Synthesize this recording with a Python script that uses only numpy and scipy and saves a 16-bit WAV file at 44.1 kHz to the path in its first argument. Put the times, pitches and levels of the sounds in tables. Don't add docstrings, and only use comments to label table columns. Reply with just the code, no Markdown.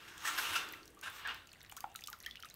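import sys
import numpy as np
from scipy import signal
from scipy.fft import rfft, irfft
from scipy.io import wavfile
from scipy.ndimage import uniform_filter1d

SR = 44100
rng = np.random.default_rng(int(sys.argv[2]) if len(sys.argv) > 2 else 0)


def store_pcm(level_fs):
    pcm = np.round(np.clip(level_fs, -1, 1) * 32767).astype(np.int16)
    wavfile.write(sys.argv[1], SR, np.atleast_2d(pcm).T)


def decibels_to_gain(level_db):
    exponent = np.asarray(level_db, float) / 20
    return 10 ** exponent


N = 112454


def evened(x):
    return x / np.sqrt(np.mean(x ** 2) + 1e-20)


def read(points, hz):
    f, value = np.transpose(points)
    return np.interp(np.log(hz + 1), np.log(f + 1), value)


def add(mix, start_s, sound):
    part = mix[round(start_s * SR):][:len(sound)]
    part += sound[:len(part)]


def colour(x, points):
    hz = np.fft.rfftfreq(len(x), 1 / SR)
    return irfft(rfft(x) * decibels_to_gain(read(points, hz)), len(x))


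def resonate(x, hz, width_hz):
    return signal.lfilter(*signal.iirpeak(hz, hz / width_hz, SR), x)


def resonate_twice(x, hz, width_hz):
    return resonate(resonate(x, hz, width_hz), hz, width_hz)


def smooth_noise(size):
    return evened(uniform_filter1d(uniform_filter1d(rng.standard_normal(N), size), size))


def wander(spread_db=5.0, window_s=0.045):
    return decibels_to_gain(spread_db * smooth_noise(round(window_s * SR)))


def clicks(per_s, spread_db):
    when, sign, size = rng.random((3, N))
    return (when < per_s / SR) * np.sign(sign - 0.5) * decibels_to_gain(-spread_db * np.log(size + 1 / 30))


def decay(peak_db, t60_s, t):
    return decibels_to_gain(peak_db - 60 * t / t60_s)


def puff(peak_db, lo_hz, hi_hz, t60_s, noise):
    band = signal.butter(2, [lo_hz, min(hi_hz, 20000)], "band", fs=SR, output="sos")
    fade = decay(peak_db, t60_s, np.arange(len(noise)) / SR)
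    return fade * 0.5 * evened(signal.sosfilt(band, noise))


def bubble(peak_db, hz, t60_s, rise_per_s=4.7, neck_rise=0):
    neck_s, onset_s = 0.00075, 0.0004
    t = np.arange(0, 1.2 * t60_s, 1 / SR)
    neck = neck_rise * neck_s * (1 - np.exp(-t / neck_s))
    turns = hz * (t + rise_per_s * t ** 2 / 2 + neck)
    return decay(peak_db, t60_s, t) * np.minimum(t / onset_s, 1) * np.sin(2 * np.pi * turns)


# pitch_hz, level_db (per Hz)
AIR_SPECTRUM = [(76, -56), (130, 7), (501, 0), (780, -0.5), (1240, -23), (1680, -25), (8740, -13.5),
                (16000, -13.5)]


def air():
    return decibels_to_gain(-66) * evened(colour(rng.standard_normal(N), AIR_SPECTRUM))


# pitch_hz, width_hz, level_db
RUMBLES = [(58.3, 10, -71.5), (92.8, 34, -70), (32, 88, -74)]


def rumble():
    out = np.zeros(N)
    for hz, width_hz, level_db in RUMBLES:
        out += decibels_to_gain(level_db) * evened(resonate_twice(rng.standard_normal(N), hz, width_hz))
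    return out


# time_s, level_db, brightness_db
DRAGS = [
    [(0, -56, -0.5), (.19, -57, 4), (.25, -44.5, 4), (.34, -42.5, 3.5), (.5, -42, 7), (.6, -45, -4),
     (.67, -51.5, -2), (.76, -58.5, 0), (.92, -72.5, 1)],
    [(1.02, -65.5, -15), (1.034, -50.5, 3.5), (1.09, -57, -4.5), (1.14, -53, 2), (1.2, -50.5, 3.5),
     (1.25, -49.5, -19), (1.31, -45, -11), (1.38, -57, -4), (1.47, -68.5, -12)],
]
# pitch_hz, level_db (per Hz)
WALL_SPECTRUM = [(150, -23), (700, -11.5), (1100, 1), (2100, -2), (3200, -5), (4800, -17), (7000, -20.5),
                 (16000, -25)]
# pitch_hz, width_hz, level_db
TUB_MODES = [(1350, 71, 5.5), (1550, 220, 3), (2280, 390, -9.5), (2720, 350, -0.5), (3526, 65, 2),
             (3590, 34, -7)]
FIZZ_HZ = [5600, 6500, 8000, 9800, 12500, 14800]


def scrape():
    slips_per_s, spread_db, split_hz = 5000, -0.5, 4670
    low_pass = signal.butter(4, split_hz, fs=SR, output="sos")
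    high_pass = signal.butter(4, split_hz, "high", fs=SR, output="sos")
    time_s, level_db, bright_db = np.concatenate(DRAGS).T
    t = np.arange(N) / SR
    drag = decibels_to_gain(np.interp(t, time_s, level_db))
    brightness = decibels_to_gain(np.interp(t, time_s, bright_db))

    bare = evened(clicks(slips_per_s, spread_db))
    bumps, rings = knocks(bare)

    slips = colour(clicks(slips_per_s, spread_db), WALL_SPECTRUM)
    low = signal.sosfilt(low_pass, slips)
    high = signal.sosfilt(high_pass, slips)
    fizz = sum(resonate(high * wander(), hz, hz / 8) for hz in FIZZ_HZ)
    high = decibels_to_gain(-3) * (high + fizz)
    wall = low * (drag + bumps) + high * brightness * (drag + decibels_to_gain(7.5) * bumps)

    modes = [decibels_to_gain(db) * resonate(bare * wander(), hz, width_hz) for hz, width_hz, db in TUB_MODES]
    tub = decibels_to_gain(-1.5) * evened(sum(modes)) * (drag + bumps) + rings
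    return wall / np.std(low) + signal.sosfilt(low_pass, tub)


def boom():
    lag_s, hz, width_hz = 0.26, 354, 276
    time_s, level_db, _ = np.transpose(DRAGS[0])
    drag = decibels_to_gain(np.interp(np.arange(N) / SR, time_s, level_db))
    keep = np.exp(-1 / (lag_s * SR))
    lagged = signal.lfilter([1 - keep], [1, -keep], drag, zi=[decibels_to_gain(-49.5)])[0]
    return decibels_to_gain(-18.5) * lagged * evened(resonate_twice(rng.standard_normal(N), hz, width_hz))


# time_s, level_db
DRIZZLE_LEVEL = [(0, -64.5), (.8, -77), (1.4, -66), (1.6, -64), (1.88, -74), (2.302, -63.5), (2.55, -68.5)]


def drizzle():
    per_s, spread_db, tilt_db_per_octave, pitches = 450, 4.2, -1.5, 24
    train, kind = clicks(per_s, spread_db), rng.integers(0, pitches, N)
    out = np.zeros(N)
    for k, hz in enumerate(np.geomspace(1700, 14000, num=pitches)):
        t60_s = rng.uniform(8, 28) / hz
        drop = bubble(tilt_db_per_octave * np.log2(hz / 4000), hz, t60_s, 67.0)
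        out += signal.oaconvolve(train * (kind == k), drop)[:N]
    time_s, level_db = np.transpose(DRIZZLE_LEVEL)
    return evened(out) * decibels_to_gain(np.interp(np.arange(N) / SR, time_s, level_db))


# start_s, peak_db, t60_s, pitch_hz
COIL_KNOCKS = [(0.082, -40.5, 0.054, 2580), (0.251, -33, 0.21, 1745), (0.2754, -32, 0.075, 1350),
               (0.276, -26.5, 0.066, 1800), (0.561, -23.5, 0.057, 1380), (0.3803, -24, 0.089, 1550),
               (0.53, -36, 0.53, 2720), (0.558, -24.5, 0.055, 2760), (1.0285, -41, 0.11, 1600),
               (1.058, -40, 0.16, 1410), (1.072, -35, 0.084, 1595), (1.2508, -35, 0.24, 1640),
               (1.276, -31.5, 0.08, 1540), (1.289, -32.5, 0.055, 2800)]


def knocks(bare):
    rise_s, ring_width_hz = 0.009, 114
    bumps, rings = np.zeros(N), np.zeros(N)
    for start_s, peak_db, t60_s, hz in COIL_KNOCKS:
        t = np.arange(0, t60_s, 1 / SR)
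        shape = np.minimum(t / rise_s, 1) * decay(peak_db, t60_s, t)
        ring = evened(resonate(bare[round(start_s * SR):][:len(t)], hz, ring_width_hz))
        add(bumps, start_s - rise_s / 2, decibels_to_gain(-12.5) * shape)
        add(rings, start_s - rise_s / 2, decibels_to_gain(-2) * shape * ring)
    return bumps, rings


# start_s, peak_db, centre_hz
DROP_TICKS = [(0.179, -39.5, 7500), (0.6885, -37, 6130), (0.8404, -58.5, 9200), (0.856, -41.5, 6760),
              (0.8779, -40, 4860), (0.9037, -48, 8900), (0.948, -48, 9400), (0.9908, -45.5, 5950),
              (1.0131, -39.5, 7250), (1.274, -36.5, 7000), (1.3455, -37, 4260), (1.4722, -41.5, 5900),
              (1.5308, -40.5, 7900), (1.606, -45.5, 5170), (1.615, -51, 7040), (1.7152, -38, 7000),
              (1.724, -38.5, 7340), (1.7662, -43, 7900), (1.7672, -33, 7040), (1.773, -36, 6240),
              (1.777, -38, 5820), (1.8058, -32, 5800), (1.9007, -53, 7000), (1.917, -52, 6950),
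              (1.958, -42, 5000), (1.9597, -31.5, 8200), (1.9967, -48, 6240), (2.0088, -39, 5850),
              (2.018, -44, 6200), (2.0388, -35.5, 5130), (2.0609, -42, 8330), (2.073, -34, 6900),
              (2.0748, -32.5, 7040), (2.082, -42, 6500), (2.1291, -36.5, 5550), (2.2028, -37.5, 5300),
              (2.2087, -51, 6500), (2.2163, -50, 4600), (2.2477, -46, 7000), (2.2623, -33, 5300),
              (2.2998, -46, 5300), (2.3114, -42, 4500), (2.3568, -41.5, 5000), (2.3992, -44.5, 9700),
              (2.403, -42, 4960), (2.4258, -38.5, 5030), (2.447, -43.5, 5970), (2.4546, -42, 8550),
              (2.4595, -45.5, 10100), (2.4655, -55, 8540), (2.4879, -46, 5870), (2.5, -39.5, 6480)]


def ticks():
    out = np.zeros(N)
    for start_s, peak_db, hz in DROP_TICKS:
        noise = rng.standard_normal(400)
        sharp_db = peak_db + 0.6 * (peak_db + 33)
        add(out, start_s, puff(peak_db + 0.5, 0.76 * hz, 1.2 * hz, 0.012, noise))
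        add(out, start_s, puff(sharp_db - 6.5, 2200, 16000, 0.0025, noise))
        add(out, start_s, decibels_to_gain(sharp_db + 7) * np.array([-1., 2, -1]))
    return out


SNAP_T60_S = 0.0095
# start_s, peak_db, pitch_hz, t60_s
SMALL_BUBBLES = [(0.1803, -41, 3330, 0.0094), (0.831, -45.5, 4400, 0.015), (1.036, -48, 3970, 0.01),
                 (1.472, -51, 2750, 0.008), (1.493, -51, 4220, 0.01), (1.662, -47, 3800, 0.01),
                 (1.5167, -45, 4330, 0.016), (1.5349, -38, 2360, 0.0035), (1.6063, -49.5, 4300, 0.0082),
                 (1.615, -46, 3730, 0.017), (1.6979, -41.5, 2930, 0.018), (1.72, -36.5, 2340, 0.0091),
                 (1.768, -32, 2820, 0.0026), (1.8067, -35.5, 2600, 0.0098), (1.9594, -28, 3040, 0.004),
                 (2.022, -38.5, 2580, 0.0077), (2.0386, -30, 3590, 0.0096), (2.073, -35, 3030, 0.014),
                 (2.129, -34, 3760, 0.0093), (2.2356, -42, 3970, 0.01), (2.2486, -44, 2770, 0.015),
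                 (2.2619, -31.5, 3160, 0.019), (2.3101, -34, 3290, 0.014), (2.356, -31.5, 2200, 0.0067),
                 (2.3705, -42.5, 2890, 0.03), (2.4254, -42, 3080, 0.018), (2.447, -43, 3720, 0.011),
                 (2.51, -47, 3950, 0.02), (2.5414, -46, 4170, 0.0062)]


def plinks():
    tones, snaps = np.zeros(N), np.zeros(N)
    for start_s, peak_db, hz, t60_s in SMALL_BUBBLES:
        add(tones, start_s, bubble(peak_db, hz, t60_s))
        snap = puff(peak_db - 0.5, 1.1 * hz, 1.51 * hz, SNAP_T60_S, rng.standard_normal(500))
        add(snaps, start_s, snap)
    return tones, snaps


# start_s, peak_db, pitch_hz, t60_s
FLOOR_THUMPS = [
    (.5, -43.5, 93, 0.17),
    (1.319, -52.5, 59.7, 0.3),
    (2.13, -64, 55.5, .2),
]


def thumps():
    out = np.zeros(N)
    for start_s, peak_db, hz, t60_s in FLOOR_THUMPS:
        t = np.arange(0, t60_s, 1 / SR)
        add(out, start_s, decay(peak_db, t60_s, t) * np.minimum(t / 0.02, 1) * np.sin(2 * np.pi * hz * t))
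    return out


# start_s, peak_db
SPRAY_BURSTS = [(0.725, -28), (1.0121, -37.5), (1.101, -31), (1.6299, -34), (1.6965, -34), (1.9442, -36),
                (1.989, -42), (2.0093, -55), (2.073, -49), (2.1011, -25), (2.139, -53), (2.1888, -36),
                (2.2274, -35.5), (2.5414, -32)]


def spray():
    out = np.zeros(N)
    for start_s, peak_db in SPRAY_BURSTS:
        noise = np.gradient(rng.standard_normal(300))
        add(out, start_s, puff(peak_db - 0.5, 10600, 20000, 0.0054, noise))
    return out


# start_s, peak_db, pitch_hz, t60_s, rise_per_s
LARGE_BUBBLES = [(.736, -36.5, 1830, 0.034, 19), (1.648, -42.5, 1770, 0.011, 6.9),
                 (1.696, -50, 1400, 0.018, 1.5), (1.723, -39.5, 770, 0.029, 1.3),
                 (1.769, -44.5, 1035, 0.054, 14.6), (1.786, -48, 1524, 0.03, 1),
                 (1.807, -48.5, 1124, 0.089, 2.5), (1.8411, -33, 795, 0.042, 0.43),
                 (1.951, -40.5, 1300, 0.044, 1.7), (2.084, -42, 1153, 0.065, 5.6),
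                 (2.113, -51, 848, 0.084, 0.7), (2.13, -34.5, 1420, 0.03, 0.3),
                 (2.281, -46.5, 1204, 0.027, 1.7), (2.2413, -43, 1880, 0.015, 1.5),
                 (1.991, -44, 1830, 0.012, 1.5), (2.434, -38, 1310, 0.022, 1.5),
                 (2.366, -49, 2500, 0.02, 23)]


def plops():
    tones, snaps = np.zeros(N), np.zeros(N)
    for start_s, peak_db, hz, t60_s, rise_per_s in LARGE_BUBBLES:
        add(tones, start_s, bubble(peak_db, hz, t60_s, rise_per_s, neck_rise=0.48))
        snap = puff(peak_db + 1.5, 1.0 * hz, 2.8 * hz, SNAP_T60_S, rng.standard_normal(500))
        add(snaps, start_s, snap)
    return tones, snaps


# start_s, peak_db, pitch_hz,
# t60_s
MURKY_RINGS = [(1.843, -39.5, 1325, 0.028), (2.04, -48, 3490, 0.047), (2.132, -51, 1150, .08),
               (2.136, -50.5, 1386, 0.11), (2.272, -46.5, 1985, 0.16), (2.273, -54, 3160, 0.091),
               (2.312, -49, 3380, 0.066), (2.373, -53, 2980, 0.065), (2.492, -57.5, 3520, 0.071),
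               (.97, -59.5, 1180, 0.23), (2.462, -53, 2670, 0.074)]


def tails():
    out = np.zeros(N)
    for start_s, peak_db, hz, t60_s in MURKY_RINGS:
        murk = evened(resonate_twice(rng.standard_normal(6000), hz, 220))[1000:]
        add(out, start_s, decay(peak_db, t60_s, np.arange(len(murk)) / SR) * murk)
    return out


def swish():
    centre_s, half_s, hz, width_hz = 1.16, 0.04, 13800, 3000
    swell = np.exp(-((np.arange(N) / SR - centre_s) / half_s) ** 2)
    return decibels_to_gain(-59.5) * swell * evened(resonate_twice(rng.standard_normal(N), hz, width_hz))


# start_s, level_db, pitch_hz, length_s, rise_octaves
BURSTING_BUBBLES = [
    (1.773, -45.5, 1322, 0.0117, 0.61),
    (2.2614, -36, 1765, .0095, 0.37),
    (2.392, -53.5, 1375, 0.0088, 1.47),
    (2.443, -50, 1213, .017, 1.3),
]


def swoops():
    out = np.zeros(N)
    for start_s, level_db, hz, length_s, octaves in BURSTING_BUBBLES:
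        u = np.arange(0, length_s, 1 / SR) / length_s
        turns = np.cumsum(hz * 2 ** (octaves * u ** 4.5)) / SR
        add(out, start_s, decibels_to_gain(level_db) * np.sqrt(np.sin(np.pi * u)) * np.sin(2 * np.pi * turns))
    return out


def drips():
    small, small_snaps = plinks()
    large, large_snaps = plops()
    wobble = decibels_to_gain(2.5 * smooth_noise(90))
    splashes = ticks() + small_snaps + spray() + large_snaps + tails()
    return splashes + (small + large + swoops()) * wobble


# pitch_hz, t60_s
GARAGE_T60 = [(300, 1), (750, 0.3), (1500, 0.11), (4000, 0.21), (12000, 0.29)]


def garage(x):
    hz, t, z = signal.stft(rng.standard_normal(SR // 2), SR, nperseg=256)
    fade = decibels_to_gain(-60 * t / read(GARAGE_T60, hz)[:, None])
    tail = signal.istft(z * fade, SR, nperseg=256)[1]
    tail = tail * np.minimum(np.arange(len(tail)) / (0.002 * SR), 1)
    tail = tail / np.linalg.norm(tail)
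    echo = decibels_to_gain(-38) * np.array([1.])
    add(tail, 0.0012, echo)
    add(tail, 0.0027, -echo)
    return signal.fftconvolve(x, tail)[:N]


def scene():
    hum = air() + rumble() + thumps()
    cable = scrape() + boom() + swish()
    water = drizzle() + drips()
    wet = decibels_to_gain(-4) * garage(cable) + decibels_to_gain(-8.5) * garage(water)
    return (cable + water + wet + hum)[None]


def top_cut(x):
    return signal.sosfilt(signal.butter(12, 16850, fs=SR, output="sos"), x)


# pitch_hz, gain_db
MIC_RESPONSE = [(8500, -3), (10500, -5.5), (12000, -3.5), (15700, -6), (16000, -30), (16900, -66)]


def record(dry):
    mix = colour(dry[0], MIC_RESPONSE)[None]
    return top_cut(mix)


dry = scene()
out = record(dry)
store_pcm(out)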